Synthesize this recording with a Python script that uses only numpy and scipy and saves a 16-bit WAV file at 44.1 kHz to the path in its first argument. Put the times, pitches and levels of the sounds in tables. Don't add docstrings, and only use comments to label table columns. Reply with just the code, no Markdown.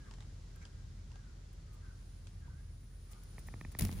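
import sys
import numpy as np
from scipy import signal
from scipy.fft import rfft, irfft
from scipy.io import wavfile
from scipy.ndimage import uniform_filter1d

SR = 44100
rng = np.random.default_rng(int(sys.argv[2]) if len(sys.argv) > 2 else 0)


def materialize(psi):
    bounded = np.clip(np.atleast_2d(psi).T, -1, 1)
    quanta = np.round(bounded * 32767).astype(np.int16)
    wavfile.write(sys.argv[1], SR, quanta)


N = 176400
T = np.arange(N) / SR
BIN_HZ = np.fft.rfftfreq(N, 1 / SR)

def from_db(db):
    return 10 ** (np.asarray(db) / 20)

def unit_rms(x):
    return x / np.sqrt(np.mean(x ** 2) + 1e-20)

def level(rows):
    times, db = np.transpose(rows)
    return from_db(np.interp(T, times, db, left=db[0] if times[0] < 1 else -200))

def at_bins(rows):
    hz, value = np.transpose(rows)
    return np.interp(np.log(BIN_HZ + 1e-9), np.log(hz), value)

def pan(db):
    return from_db(db * np.array([[.5], [-.5]]))

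def leaning(x, balance):
    return irfft(rfft(x) * pan(at_bins(balance)), N)

def left_later(x, lag_s):
    delay = np.exp(-2j * np.pi * BIN_HZ * lag_s)
    return np.array([irfft(rfft(x[0]) * delay, N), x[1]])

def drift(rate_hz):
    return unit_rms(irfft(rfft(rng.standard_normal(N)) / (1 + (BIN_HZ / rate_hz) ** 2), N))

def burst(start, t60, attack, hold=0):
    envelope = np.zeros(N)
    span = (T >= start) & (T < start + attack + hold + 2 * t60)
    age = T[span] - start
    envelope[span] = np.minimum(age / attack, 1) * from_db(-60 * np.maximum(age - attack - hold, 0) / t60)
    return envelope

def humps(rows):
    return sum(from_db(db) / (1 + ((T - middle) / half) ** 4) for middle, db, half in rows)

# frequency in Hz, left-right correlation.
BANK_LIKENESS = [(60, 0.97), (130, 0.99), (290, 0.62), (640, 0.12), (1410, 0.015), (3100, 0.26),
                 (6820, 0.071), (15000, 0.35)]
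def coloured(spectrum, source=None, likeness=BANK_LIKENESS):
    if source is None:
        source = rng.standard_normal((2, N))
    mid, side = rfft(source) * from_db(at_bins(spectrum))
    alike = at_bins(likeness)
    return unit_rms(irfft(np.sqrt(1 + alike) * mid + np.sqrt(1 - alike) * side * [[1], [-1]], N))

# frequency in Hz, relative level in dB.
RUMBLE_COLOUR = [(25, -50), (45, -0.5), (80, 4.5), (115, -2), (160, -7.5), (220, -17.5), (300, -45.5),
                 (600, -65.5)]
HISS_COLOUR = [(150, 14.5), (400, 6.5), (800, -2), (1500, -3), (2700, -6.5), (5000, -4.5), (7000, -6.5),
               (8500, -14), (10500, -13.5), (12000, -41), (14500, -18), (16000, -63)]
SWELL_COLOUR = [(150, 6.5), (350, 1.5), (800, -19), (1400, -6.5), (2100, -8), (3000, -35), (8000, -42)]
SIZZLE_COLOUR = [(7500, -65), (9200, 4.5), (9900, 6), (10900, -7), (12000, -38), (14600, -2), (16000, -34)]
# time in seconds, level in dB.
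RUMBLE_LEVEL = [(0, -52), (1.0, -50.5), (1.5, -55), (1.8, -51), (2.25, -54), (2.47, -48), (2.6, -50),
                (3.05, -55.5), (3.5, -47), (4, -56)]
HISS_LEVEL = [(0, -60.5), (1.3, -62), (2.2, -62.5), (2.9, -65), (3.4, -59.5), (4, -60)]
SIZZLE_LEVEL = [(0, -91), (1.5, -90.5), (2.1, -75), (2.45, -80.5), (2.7, -75), (3.4, -71.5), (3.7, -72.5),
                (4, -86)]
# frequency in Hz, left minus right in dB.
HISS_BALANCE = [(700, .5), (1300, -3.5), (2400, -1.5), (4400, 2.5), (8000, 0.5)]
def air():
    rumble = level(RUMBLE_LEVEL) * coloured(RUMBLE_COLOUR)
    hiss = level(HISS_LEVEL) * leaning(coloured(HISS_COLOUR), HISS_BALANCE)
    swell = from_db(-73 + 4 * drift(rate_hz=18)) * coloured(SWELL_COLOUR)
    sizzle = level(SIZZLE_LEVEL) * coloured(SIZZLE_COLOUR) * from_db(drift(rate_hz=30))
    return rumble + hiss + swell + sizzle

# harmonic number, rms level in dB.
ENGINE_ORDERS = [(1, -52), (2, -65), (3, -67)]
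def far_engine(hum_hz=42.73, wander=.005):
    phase = 2 * np.pi * np.cumsum(hum_hz * (1 + wander * drift(rate_hz=7.4))) / SR
    return sum(np.sqrt(2) * from_db(db) * np.sin(order * phase + rng.uniform(0, 2 * np.pi))
               for order, db in ENGINE_ORDERS)

# start in seconds, hold in seconds, level in dB, first pitch in Hz, last pitch in Hz.
CALL_NOTES = [(0, 0.074, -70, 1680, 1580), (0.047, 0.065, -71, 1260, 1088), (.553, 0.02, -65.5, 1592, 1605),
              (0.609, 0.036, -65, 1600, 1600), (1.139, 0.052, -68.5, 1593, 1643),
              (1.207, 0.088, -72.5, 1602, 1420), (1.674, 0.12, -73, 1270, 1180),
              (1.82, 0.087, -66.5, 1611, 1493), (1.91, 0.037, -73, 1599, 1577),
              (2.415, 0.038, -69, 1637, 1617), (2.489, 0.042, -70.5, 1564, 1510),
              (2.556, 0.044, -74, 1590, 1638), (3.088, 0.094, -72, 1220, 1220),
              (3.147, 0.095, -75.5, 1446, 1476)]
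def far_calls(hoarse_below_hz=282.4, hoarse_width_hz=270, waver_rad=0.63, flutter_db=1.5, tail_db=-4.5):
    notes = 0
    for start, hold, db, first_hz, last_hz in CALL_NOTES:
        pitch = np.interp(T, [start, start + hold], [first_hz, last_hz])
        phase = 2 * np.pi * np.cumsum(pitch) / SR
        notes += from_db(db) * burst(start, t60=0.11, attack=0.0055, hold=hold) * np.exp(1j * phase)
    shift_down = from_db(-5.5) * np.exp(-2j * np.pi * hoarse_below_hz * T)
    channels = []
    for _ in range(2):
        hoarse = shift_down * (drift(hoarse_width_hz) + 1j * drift(hoarse_width_hz))
        waver = np.exp(1j * waver_rad * drift(rate_hz=51))
        direct = (notes * (waver + hoarse)).real * from_db(flutter_db * drift(rate_hz=39))
        trees = rng.standard_normal(N) * burst(0, t60=1, attack=0.015)
        tail = signal.fftconvolve(direct, trees / np.linalg.norm(trees))[:N]
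        channels.append(direct + from_db(tail_db) * tail)
    return np.array(channels)

# start in seconds, level in dB, left minus right in dB, ring relative to the crack in dB.
LITTER_TICKS = [(0.1103, -53, 1.5, -2), (0.1374, -55.5, 4, -6), (.184, -65, -1, 6.5),
                (0.2055, -55, 0, -2.5), (0.223, -63, -4, 1), (0.6525, -50.5, -0.5, -10),
                (1.1167, -57.5, -1, -4.5), (1.157, -58, 4, -2), (2.2701, -51.5, -1, -25),
                (3.132, -56.5, 2, -20)]
# frequency in Hz, relative level in dB.
CRACK_COLOUR = [(200, 8), (900, 0), (1500, -1.5), (3200, 7.5), (5500, 3.5), (8000, 0), (10000, -11),
                (12000, -38), (16000, -27)]
WOOD_COLOUR = [(300, -2.5), (600, -14), (880, 2.5), (1350, -15), (1950, -6.5), (2600, -35), (8000, -45)]
# frequency in Hz, left-right correlation.
TICK_LIKENESS = [(500, 0.49), (8000, 0.24)]
def litter_ticks(attack_s=0.00091, settle_db=-10):
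    cracks, rings = 0, 0
    for start, db, pan_db, ring_db in LITTER_TICKS:
        gain = from_db(db) * pan(pan_db)
        settling = from_db(settle_db) * burst(start, t60=0.12, attack=attack_s)
        cracks += gain * (burst(start, t60=0.007, attack=attack_s) + settling)
        rings += gain * from_db(ring_db) * burst(start, t60=0.064, attack=attack_s)
    return (cracks * coloured(CRACK_COLOUR, likeness=TICK_LIKENESS)
            + rings * coloured(WOOD_COLOUR, likeness=TICK_LIKENESS))

# middle in seconds, level in dB, half length in seconds.
LITTER_SCUFFS = [(.561, -64.5, 0.0034), (1.533, -69, 0.0037), (1.74, -69.5, 0.013), (3.12, -60.5, 0.0099),
                 (3.236, -60.5, 0.0033), (3.394, -55.5, 0.0052), (3.476, -60.5, 0.0085),
                 (3.723, -60.5, 0.0062)]
SOIL_CRUNCHES = [(.628, -63, 0.015), (3.13, -72, 0.031)]
# frequency in Hz, relative level in dB.
SCUFF_COLOUR = [(1000, 2.5), (4000, -4.5), (7000, 2.5), (8400, 0), (10000, 8.5), (12200, -15.5), (14800, 7),
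                (16000, -22)]
CRUNCH_COLOUR = [(500, -21), (1500, -1), (2200, 10.5), (3000, -14.5), (6500, -0.5), (9000, -16),
                 (12000, -33)]
def ground_scuffs(flicker_db=1.7):
    scuffs = humps(LITTER_SCUFFS) * coloured(SCUFF_COLOUR)
    crunches = humps(SOIL_CRUNCHES) * coloured(CRUNCH_COLOUR)
    return (scuffs + crunches) * from_db(flicker_db * drift(rate_hz=200))

def far_pip(pitch_hz=975, waver_rad=0.62):
    tone = np.sin(2 * np.pi * pitch_hz * T + waver_rad * drift(rate_hz=70))
    return from_db(-60) * burst(start=2.476, t60=0.05, attack=0.0072) * tone

# start in seconds, gain in dB, extra treble gain in dB.
HAND_KNOCKS = [(3.3821, -7, -5), (3.486, -9, 4), (3.5397, -9.5, -6), (3.612, -7, 9), (3.6495, -6, -2),
               (3.7503, -6.5, 3), (3.892, -3, -7)]
# frequency in Hz, gain in dB.
CASING_RESPONSE = [(60, 4), (130, 6.5), (260, 3.5), (480, -10), (800, -5.5), (1250, -9.5), (1530, -28),
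                   (1800, -3.5), (2200, -10.5), (2520, -12), (2820, -35), (3300, -30), (5500, -35.5),
                   (12000, -50)]
def handling_knocks(delay_at_1khz_s=.0012, delay_floor_hz=74.6, treble_hz=3000, scatter_db=3):
    hz = BIN_HZ + 1
    bending_phase = 2 * np.pi * delay_at_1khz_s * 1000 * np.log(hz + delay_floor_hz)
    spectrum = 0
    for start, db, treble_db in HAND_KNOCKS:
        colour = [(f, gain_db + scatter_db * rng.standard_normal() + treble_db * (f > treble_hz))
                  for f, gain_db in CASING_RESPONSE]
        phase = bending_phase + 2 * np.pi * hz * start
        spectrum += from_db(db + at_bins(colour)) * np.exp(-1j * phase)
    return left_later(pan(db=-1.3) * irfft(spectrum, N), lag_s=.00005)

# frequency in Hz, relative level in dB.
THUMP_COLOUR = [(25, -23), (52, 7), (70, -1), (85, 10), (150, -6.5), (210, -2.5), (280, -17.5),
                (400, -43.5)]
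# time in seconds, level in dB.
THUMP_LEVEL = [(3.77, -50), (3.8, -38.5), (3.827, -29.5), (3.86, -33), (3.9, -40.5), (4, -42)]
# frequency in Hz, left-right correlation.
THUMP_LIKENESS = [(60, 0.88), (300, 0.96)]
def thump(steady_s=0.023):
    push = coloured(THUMP_COLOUR, likeness=THUMP_LIKENESS)
    power = uniform_filter1d(np.mean(push ** 2, axis=0), int(steady_s * SR))
    return level(THUMP_LEVEL) * push / np.sqrt(power)

# start in seconds, body level in dB, bright edge level in dB.
RUSTLE_SNAPS = [(3.7882, -43.5, -28), (3.7912, -37.5, -34), (3.7943, -36, -29.5), (3.8092, -34.5, -33),
                (3.8195, -39, -45), (3.8219, -41.5, -33), (3.8501, -34.5, -31.5), (3.871, -47, -58),
                (3.8835, -48, -62), (3.914, -46, -56), (3.9266, -44, -51)]
# frequency in Hz, relative level in dB.
SNAP_BODY_COLOUR = [(300, 7), (1400, -8.5), (2100, 2), (2900, -2), (4300, -1), (7500, -2), (8500, -11.5)]
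SNAP_EDGE_COLOUR = [(8000, -20), (10000, 2.5), (12200, -15), (14600, 1), (16000, -2.5)]
SCRAPE_COLOUR = [(200, 19), (500, 14), (1300, 4), (2100, 7), (3000, 2.5), (7400, -3), (8400, -24),
                 (9300, 9), (10600, 6.5), (12200, -25), (14200, 8), (16000, -25)]
# frequency in Hz, left-right correlation.
EDGE_LIKENESS = [(9000, 0.65)]
# time in seconds, level in dB.
SCRAPE_LEVEL = [(3.778, -93), (3.79, -51), (3.81, -45), (3.826, -45), (3.84, -47.5), (3.875, -55),
                (3.926, -50), (3.95, -56.5), (4, -50.5)]
# frequency in Hz, left minus right in dB.
RUSTLE_BALANCE = [(500, 4), (1200, 3.5), (2500, 1), (5000, 3.5), (9000, 0.5), (15000, .5)]
def rustle(grains_per_s=1500, grain_spread_db=1, smooth_db=-3, flicker_db=2):
    sizes = from_db(grain_spread_db * np.minimum(rng.exponential(1, N), 4))
    hits = rng.random(N) < grains_per_s / SR
    grains = unit_rms(sizes * hits * rng.standard_normal((2, N)))
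    smooth = from_db(smooth_db) * rng.standard_normal((2, N))
    friction = (grains + smooth) * from_db(flicker_db * drift(rate_hz=160))
    scrape = level(SCRAPE_LEVEL) * coloured(SCRAPE_COLOUR, friction)
    body = coloured(SNAP_BODY_COLOUR)
    edge = left_later(coloured(SNAP_EDGE_COLOUR, likeness=EDGE_LIKENESS), lag_s=0.000291)
    snaps = sum(burst(start, t60=0.013, attack=0.00072) * (from_db(db) * body + from_db(edge_db) * edge)
                for start, db, edge_db in RUSTLE_SNAPS)
    return leaning(scrape + snaps, RUSTLE_BALANCE)

def scene():
    bank = air() + far_engine() + far_calls() + litter_ticks() + ground_scuffs() + far_pip()
    return bank + handling_knocks() + thump() + rustle()

# frequency in Hz, gain in dB.
MIC_LOW_CUT = [(22, -11), (34, -0.5)]
def record(dry):
    thinned = irfft(rfft(dry) * from_db(at_bins(MIC_LOW_CUT)), N)
    top_cut = signal.ellip(10, .2, 80, 15900, fs=SR, output="sos")
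    return signal.sosfilt(top_cut, thinned)

dry = scene()
out = record(dry)
materialize(out)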